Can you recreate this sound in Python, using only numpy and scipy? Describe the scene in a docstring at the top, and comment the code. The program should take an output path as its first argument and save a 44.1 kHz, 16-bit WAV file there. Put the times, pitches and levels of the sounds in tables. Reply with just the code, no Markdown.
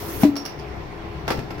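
"""In a small shop, a crown cap is levered off a glass soda bottle.
Gas hisses past the seal as a turbulent jet and swells; the sudden release cracks, and the air in
the neck resonates with a hollow pop. The cap clinks down in a few bounces, ringing in its modes.
A second later the opener clatters onto a hard surface and sets it vibrating.
The room reverberates briefly, and machines hum in the background."""
import sys
import numpy as np
from scipy import signal
from scipy.fft import rfft, irfft
from scipy.io import wavfile
from scipy.ndimage import uniform_filter1d

SR = 44100
rng = np.random.default_rng(int(sys.argv[2]) if len(sys.argv) > 2 else 0)


def generate_wav(signal):
    """Clip the signal to [-1, 1] and save it as 16-bit WAV at the path in sys.argv[1]."""
    frames = np.transpose(np.atleast_2d(signal))
    scaled = np.clip(frames, -1, 1) * 32767
    pcm = np.round(scaled).astype(np.int16)
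    wavfile.write(sys.argv[1], SR, pcm)


N = 70560
T = np.arange(N) / SR
POP_S = 0.2335
SINCE_POP = np.maximum(T - POP_S, 0)

# Envelope of the air resonance in the neck: t/s, level/dB
NECK_ENVELOPE = [(.2325, -37), (0.2317, -9), (0.237, -1), (0.25, -24.5), (0.25, -4), (0.277, -12.5),
                 (.297, -11.5), (0.301, -24.5), (.36, -24.5), (.425, -36.5)]
def neck_tone():
    """Helmholtz resonance: air bounces in the neck; the pitch leaps as the mouth clears, then sags."""
    rise = -163 * np.exp(-SINCE_POP / 0.007)
    overshoot = 46.3 * np.exp(-SINCE_POP / 0.028)
    hz = 283 + rise + overshoot
    times, db = np.transpose(NECK_ENVELOPE)
    release_db = 177 * np.maximum(T - times[-1], 0)
    envelope = from_db(np.interp(T, times, db) - release_db)
    envelope = uniform_filter1d(envelope, int(0.0018 * SR))
    return envelope * sine(hz * (T >= POP_S))

def neck_overtone():
    """Damped oscillation: a higher air resonance slides down as the cap lifts clear, and dies fast."""
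    hz = 613 + 192 * np.exp(-SINCE_POP / 0.0035)
    return from_db(-16.5) * decay(POP_S, t60=0.13) * sine(hz * (T >= POP_S))

# Spectra of the crack and of the last puff of gas: f/Hz, relative density level/dB
CRACK_SPECTRUM = [(70, -28), (110, -16), (180, -10), (400, 1.5), (560, -9), (900, -6), (1300, -20),
                  (2400, -14), (5600, -38), (7000, -42), (16000, -49)]
PUFF_SPECTRUM = [(600, -20), (1100, 4), (1600, 0.5), (2500, 1), (3400, -3.5), (4200, 0), (5600, -12),
                 (7000, -6.5), (16000, -38)]
# Modes of the bottle: f/Hz, level/dB, T60/s
BOTTLE_MODES = [(214, -23.5, 0.21), (903, -36, 0.13), (995, -29, 0.19), (2260, -56, 0.09),
                (3960, -41.5, 0.26)]
def crack():
    """Impulse excitation: the sudden release cracks, rings the bottle and lets out a puff of gas."""
    release = [(POP_S, 0)]
    puff = from_db(-27) * bursts(release, PUFF_SPECTRUM, t60=0.16)
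    snap = from_db(-14.5) * bursts(release, CRACK_SPECTRUM, t60=0.043)
    return puff + snap + ring(release, BOTTLE_MODES, spread_db=2.5)

def mouth(x):
    """Radiation from a small opening: the narrow mouth of the bottle gives out little deep bass."""
    return signal.sosfilt(signal.butter(2, 138, "high", fs=SR, output="sos"), x)

# Envelope of the gas leak: t/s, level/dB
LEAK_ENVELOPE = [(0, -34.5), (.075, -36), (.09, -32.5), (.188, -34.5), (.222, -26.5), (.235, -28),
                 (.243, -48), (.27, -73)]
# Spectrum of the jet: f/Hz, relative density level/dB
JET_SPECTRUM = [(150, 2.5), (380, 19), (600, -1.5), (1100, 5.5), (2200, -3), (3500, -4.5), (5200, -8),
                (6800, -6.5), (8500, -19), (9700, -4.5), (11000, -3), (13500, -2), (15200, -2.5)]
def hiss():
    """Turbulent jet noise: gas escapes under the cap, hardest just before the seal lets go."""
    level_db = np.interp(T, *np.transpose(LEAK_ENVELOPE))
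    return from_db(level_db) * noise(JET_SPECTRUM, flutter_db=1.65)

# Bounces of the cap: t/s, relative tick level/dB, relative ring level/dB
CAP_BOUNCES = [(0.356, -7.5, -22), (0.3643, 0.5, -14.5), (0.3679, -5.5, -1), (.4528, -4, -5.5),
               (0.46, -2.5, -3), (0.4635, -9, -8), (0.5901, -14, -42), (0.597, -11, -42)]
# Spectrum of a tick: f/Hz, relative density level/dB
TICK_SPECTRUM = [(300, -20), (520, 2.5), (800, 2.5), (1300, 2.5), (2000, -4.5), (2900, -3), (3900, -7),
                 (5600, 3), (7200, -57), (10000, -16), (12500, -20), (15200, -22)]
# Modes of the cap: f/Hz, relative level/dB, T60/s
CAP_SHELL_MODES = [(717, -20.5, 0.033), (2780, -28.5, 0.045), (4600, -39, 0.076), (5030, -35, 0.11),
                   (5300, -31.5, 0.068), (5450, -28, 0.038), (5620, -22, 0.086), (5850, -31, 0.052),
                   (6000, -35, 0.05), (9700, -31, .01), (10000, -25.5, 0.016), (11720, -30, 0.016),
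                   (12500, -36, .014), (13800, -40, .016), (14800, -30, .015), (15400, -28, .02)]
def cap():
    """Free vibration of a shell: the steel cap ticks at each bounce and rings when it lands hard."""
    ticks = bursts([(s, db) for s, db, _ in CAP_BOUNCES], TICK_SPECTRUM, t60=0.027)
    rings = ring([(s, db) for s, _, db in CAP_BOUNCES], CAP_SHELL_MODES, spread_db=1, detune=0.0046)
    return from_db(-24.5) * ticks + from_db(-9.5) * rings

# Contacts of the opener: t/s, relative clack level/dB, relative surface level/dB
OPENER_CONTACTS = [(1.2690, -25, -18), (1.2790, -3.5, -11), (1.2855, -8.5, -9.5), (1.3039, -2.5, 0),
                   (1.3077, -7, -10), (1.314, -11.5, -12), (1.3192, -9.5, -10), (1.329, -21, -20),
                   (1.3727, -16, -18), (1.39, -14, -13), (1.5047, -17, -18), (1.508, -19, -21),
                   (1.5804, -21.5, -14), (1.595, -18, -24)]
# Spectrum of a knock: f/Hz, relative density level/dB
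KNOCK_SPECTRUM = [(100, -39), (220, -6.5), (430, 1), (700, -6.5), (1100, -8), (1750, -8.5), (2700, -14),
                  (3400, -21.5), (5200, -20), (7000, -33), (9500, -33), (15000, -32.5)]
# Modes of the opener and of the surface under it: f/Hz, relative level/dB, T60/s
OPENER_BODY_MODES = [(906, -26.5, 0.093), (1246, -39.5, 0.21), (1334, -31, 0.16), (1600, -38, 0.059),
                     (1800, -35, 0.048), (2160, -56, 0.11), (2734, -37.5, 0.1), (4830, -38, 0.047)]
HARD_SURFACE_MODES = [(221, -32.5, 0.1), (300, -25, .14), (401, -19, 0.064), (469, -19.5, 0.03),
                      (684, -25.5, .07), (768, -23.5, 0.045)]
def opener():
    """Impact excites both bodies: the opener lands end after end and rattles; the surface booms."""
    clacks = [(s, db) for s, db, _ in OPENER_CONTACTS]
    loads = [(s, db) for s, _, db in OPENER_CONTACTS]
    knocks = from_db(-13.5) * bursts(clacks, KNOCK_SPECTRUM, t60=0.053)
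    boom = ring(loads, HARD_SURFACE_MODES, spread_db=0.5, detune=0.014)
    rings = from_db(1.5) * ring(clacks, OPENER_BODY_MODES, spread_db=2)
    return knocks + boom + rings

def thud():
    """A single damped mode: a soft, low bump just after the opener lands."""
    start_s, hz, db, t60 = 1.384, 127, -18.5, 0.07
    return ring([(start_s, 0)], [(hz, db, t60)], spread_db=0)

# Tones of the machines: f/Hz, rms level/dB
MACHINE_TONES = [(60.5, -44), (148, -49), (335, -48.5), (412, -51), (735, -53.5), (1025, -56.5)]
# Spectrum of the background noise: f/Hz, relative density level/dB
SHOP_SPECTRUM = [(25, -1.5), (45, -30), (60, -10.5), (90, -1.5), (150, -5), (255, -14), (335, -4),
                 (420, -9.5), (520, -15.5), (750, -11.5), (1400, -21), (2100, -21), (3300, -31),
                 (5600, -39.5), (7300, -53.5), (14500, -50)]
def shop():
    """Random modulation: machine tones waver over steady noise; the low rumble dips briefly."""
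    hum = np.zeros(N)
    for hz, db in MACHINE_TONES:
        amplitude = np.sqrt(2) * from_db(db + 3.5 * drift(rate_hz=4.1))
        hum += amplitude * sine(hz + 2.69 * drift(rate_hz=6.65))
    background = hum + from_db(-34.5) * noise(SHOP_SPECTRUM, flutter_db=1.64)
    rumble = signal.sosfiltfilt(signal.butter(2, 210, fs=SR, output="sos"), background)
    dip_db = -6.5 * np.exp(-((T - 0.42) / 0.15) ** 2)
    return background + (from_db(dip_db) - 1) * rumble

# Reverberation time of the shop: f/Hz, T60/s
REVERB_TIMES = [(200, 0.77), (1000, 0.13), (5000, 0.26), (10000, 0.19), (15000, 0.3)]
def room(x):
    """Reverberation: dense reflections decay exponentially, lasting longest in the bass."""
    gap_s = 0.0066
    tail = sum(band * decay(gap_s, at_hz(REVERB_TIMES, hz)) for hz, band in noise_bands())
    return signal.fftconvolve(x, unit_rms(tail) / np.sqrt(N), axes=1)[:, :N]

def bursts(hits, spectrum, t60):
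    """Incoherent addition: contacts give damped noise bursts whose powers add."""
    power = np.zeros(N)
    for s, db in hits:
        rise_s = 0.00024 * from_db(-0.62 * db)  # light contacts build up more slowly
        attack = np.clip((T - s) / rise_s, 0, 1)
        power += (from_db(db) * attack * decay(s, t60)) ** 2
    return noise(spectrum) * np.sqrt(power)

def ring(hits, modes, spread_db, detune=0):
    """Modal superposition: each contact strikes every mode with random strength, sign and mistuning."""
    out = np.zeros(N)
    for s, db in hits:
        start = int(s * SR)
        age = T[:min(N - start, SR // 2)]
        for hz, mode_db, t60 in modes:
            strength, shift = rng.standard_normal(2)
            envelope = from_db(db + mode_db + spread_db * strength - 60 * age / t60)
            wave = np.sin(2 * np.pi * hz * (1 + detune * shift) * age)
            out[start:start + len(age)] += np.sign(strength) * envelope * wave
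    return out

def noise(spectrum, flutter_db=0):
    """Spectral shaping: weighted, optionally fluttering bands sum to stereo noise of rms 1."""
    bands = (band * from_db(at_hz(spectrum, hz) + flutter_db * drift(rate_hz=9))
             for hz, band in noise_bands())
    return unit_rms(sum(bands))

# Likeness of left and right: f/Hz, correlation coefficient
STEREO_CORRELATION = [(60, 0.98), (300, 0.68), (600, 0.36), (1100, 0), (4000, 0.00024), (15000, 0)]
def noise_bands():
    """Spatial coherence: third-octave noise bands, alike on both sides in the bass, not the treble."""
    edges = np.geomspace(22, 18000, 30)
    white = rng.standard_normal((2, 2, N))
    for k, (low, high) in enumerate(zip(edges, edges[1:])):
        bandpass = signal.butter(2, [low, high], "band", fs=SR, output="sos")
        mid, side = signal.sosfilt(bandpass, white[k % 2])
        hz = np.sqrt(low * high)
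        alike = at_hz(STEREO_CORRELATION, hz)
        yield hz, np.sqrt(1 + alike) * mid + np.sqrt(1 - alike) * side * [[1], [-1]]

def drift(rate_hz):
    """Low-passed noise: slow random motion of rms 1."""
    step, warm_up = 40, 2000  # samples
    pole = np.exp(-2 * np.pi * rate_hz * step / SR)
    white = rng.standard_normal(N // step + warm_up + 2)
    slow = signal.lfilter([1], [1, -2 * pole, pole ** 2], white)[warm_up:]
    return np.interp(np.arange(N) / step, np.arange(len(slow)), unit_rms(slow))

def decay(start, t60):
    """Exponential decay: a jump to 1, then a fall of 60 dB every t60 seconds."""
    return (T >= start) * from_db(-60 * np.clip((T - start) / t60, 0, 5))

def sine(hz):
    """A sinusoid whose phase is the integral of its frequency."""
    return np.sin(2 * np.pi * np.cumsum(hz) / SR)

def at_hz(points, hz):
    """Interpolation on a log-frequency axis."""
    f, value = np.transpose(points)
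    return np.interp(np.log(hz), np.log(f), value)

def from_db(db):
    """Level to amplitude ratio."""
    return 10 ** (np.asarray(db) / 20)

def unit_rms(x):
    """Normalisation to rms 1."""
    return x / np.sqrt(np.mean(x ** 2) + 1e-20)

def scene():
    """Superposition: the direct sound and reverberation of each event add to the background."""
    sources = [  # signal, level sent to the room/dB
        (hiss(), -7.5),
        (mouth(neck_tone() + neck_overtone()), -41),
        (mouth(crack()), -12),
        (cap(), -3.5),
        (opener(), -4),
        (thud(), -16.5),
    ]
    direct = sum(x for x, _ in sources)
    into_room = sum(x * from_db(db) for x, db in sources)
    return shop() + direct + room(into_room)

# Colour difference of the two microphone ports: f/Hz, left minus right level/dB
PORT_BALANCE = [(60, 5.5), (300, 3.5), (700, 3.5), (1300, 0.5), (3700, -2.5), (4600, -8), (5700, -13.5),
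                (6900, -1.5), (8600, 3), (10500, -1.5), (15000, -2.5)]
def record(dry):
    """Frequency response and clipping: each port colours the sound; peaks and top treble are cut."""
    hz = np.maximum(np.arange(N + 1) * SR / (2 * N), 1)
    ports = from_db(at_hz(PORT_BALANCE, hz) * np.array([[0.5], [-0.5]]))
    coloured = irfft(rfft(dry, 2 * N) * ports)[:, :N]
    lowpass = signal.ellip(10, 0.3, 70, 15800, fs=SR, output="sos")
    return signal.sosfilt(lowpass, np.clip(coloured, -0.9, 0.9))

dry = scene()
out = record(dry)
generate_wav(out)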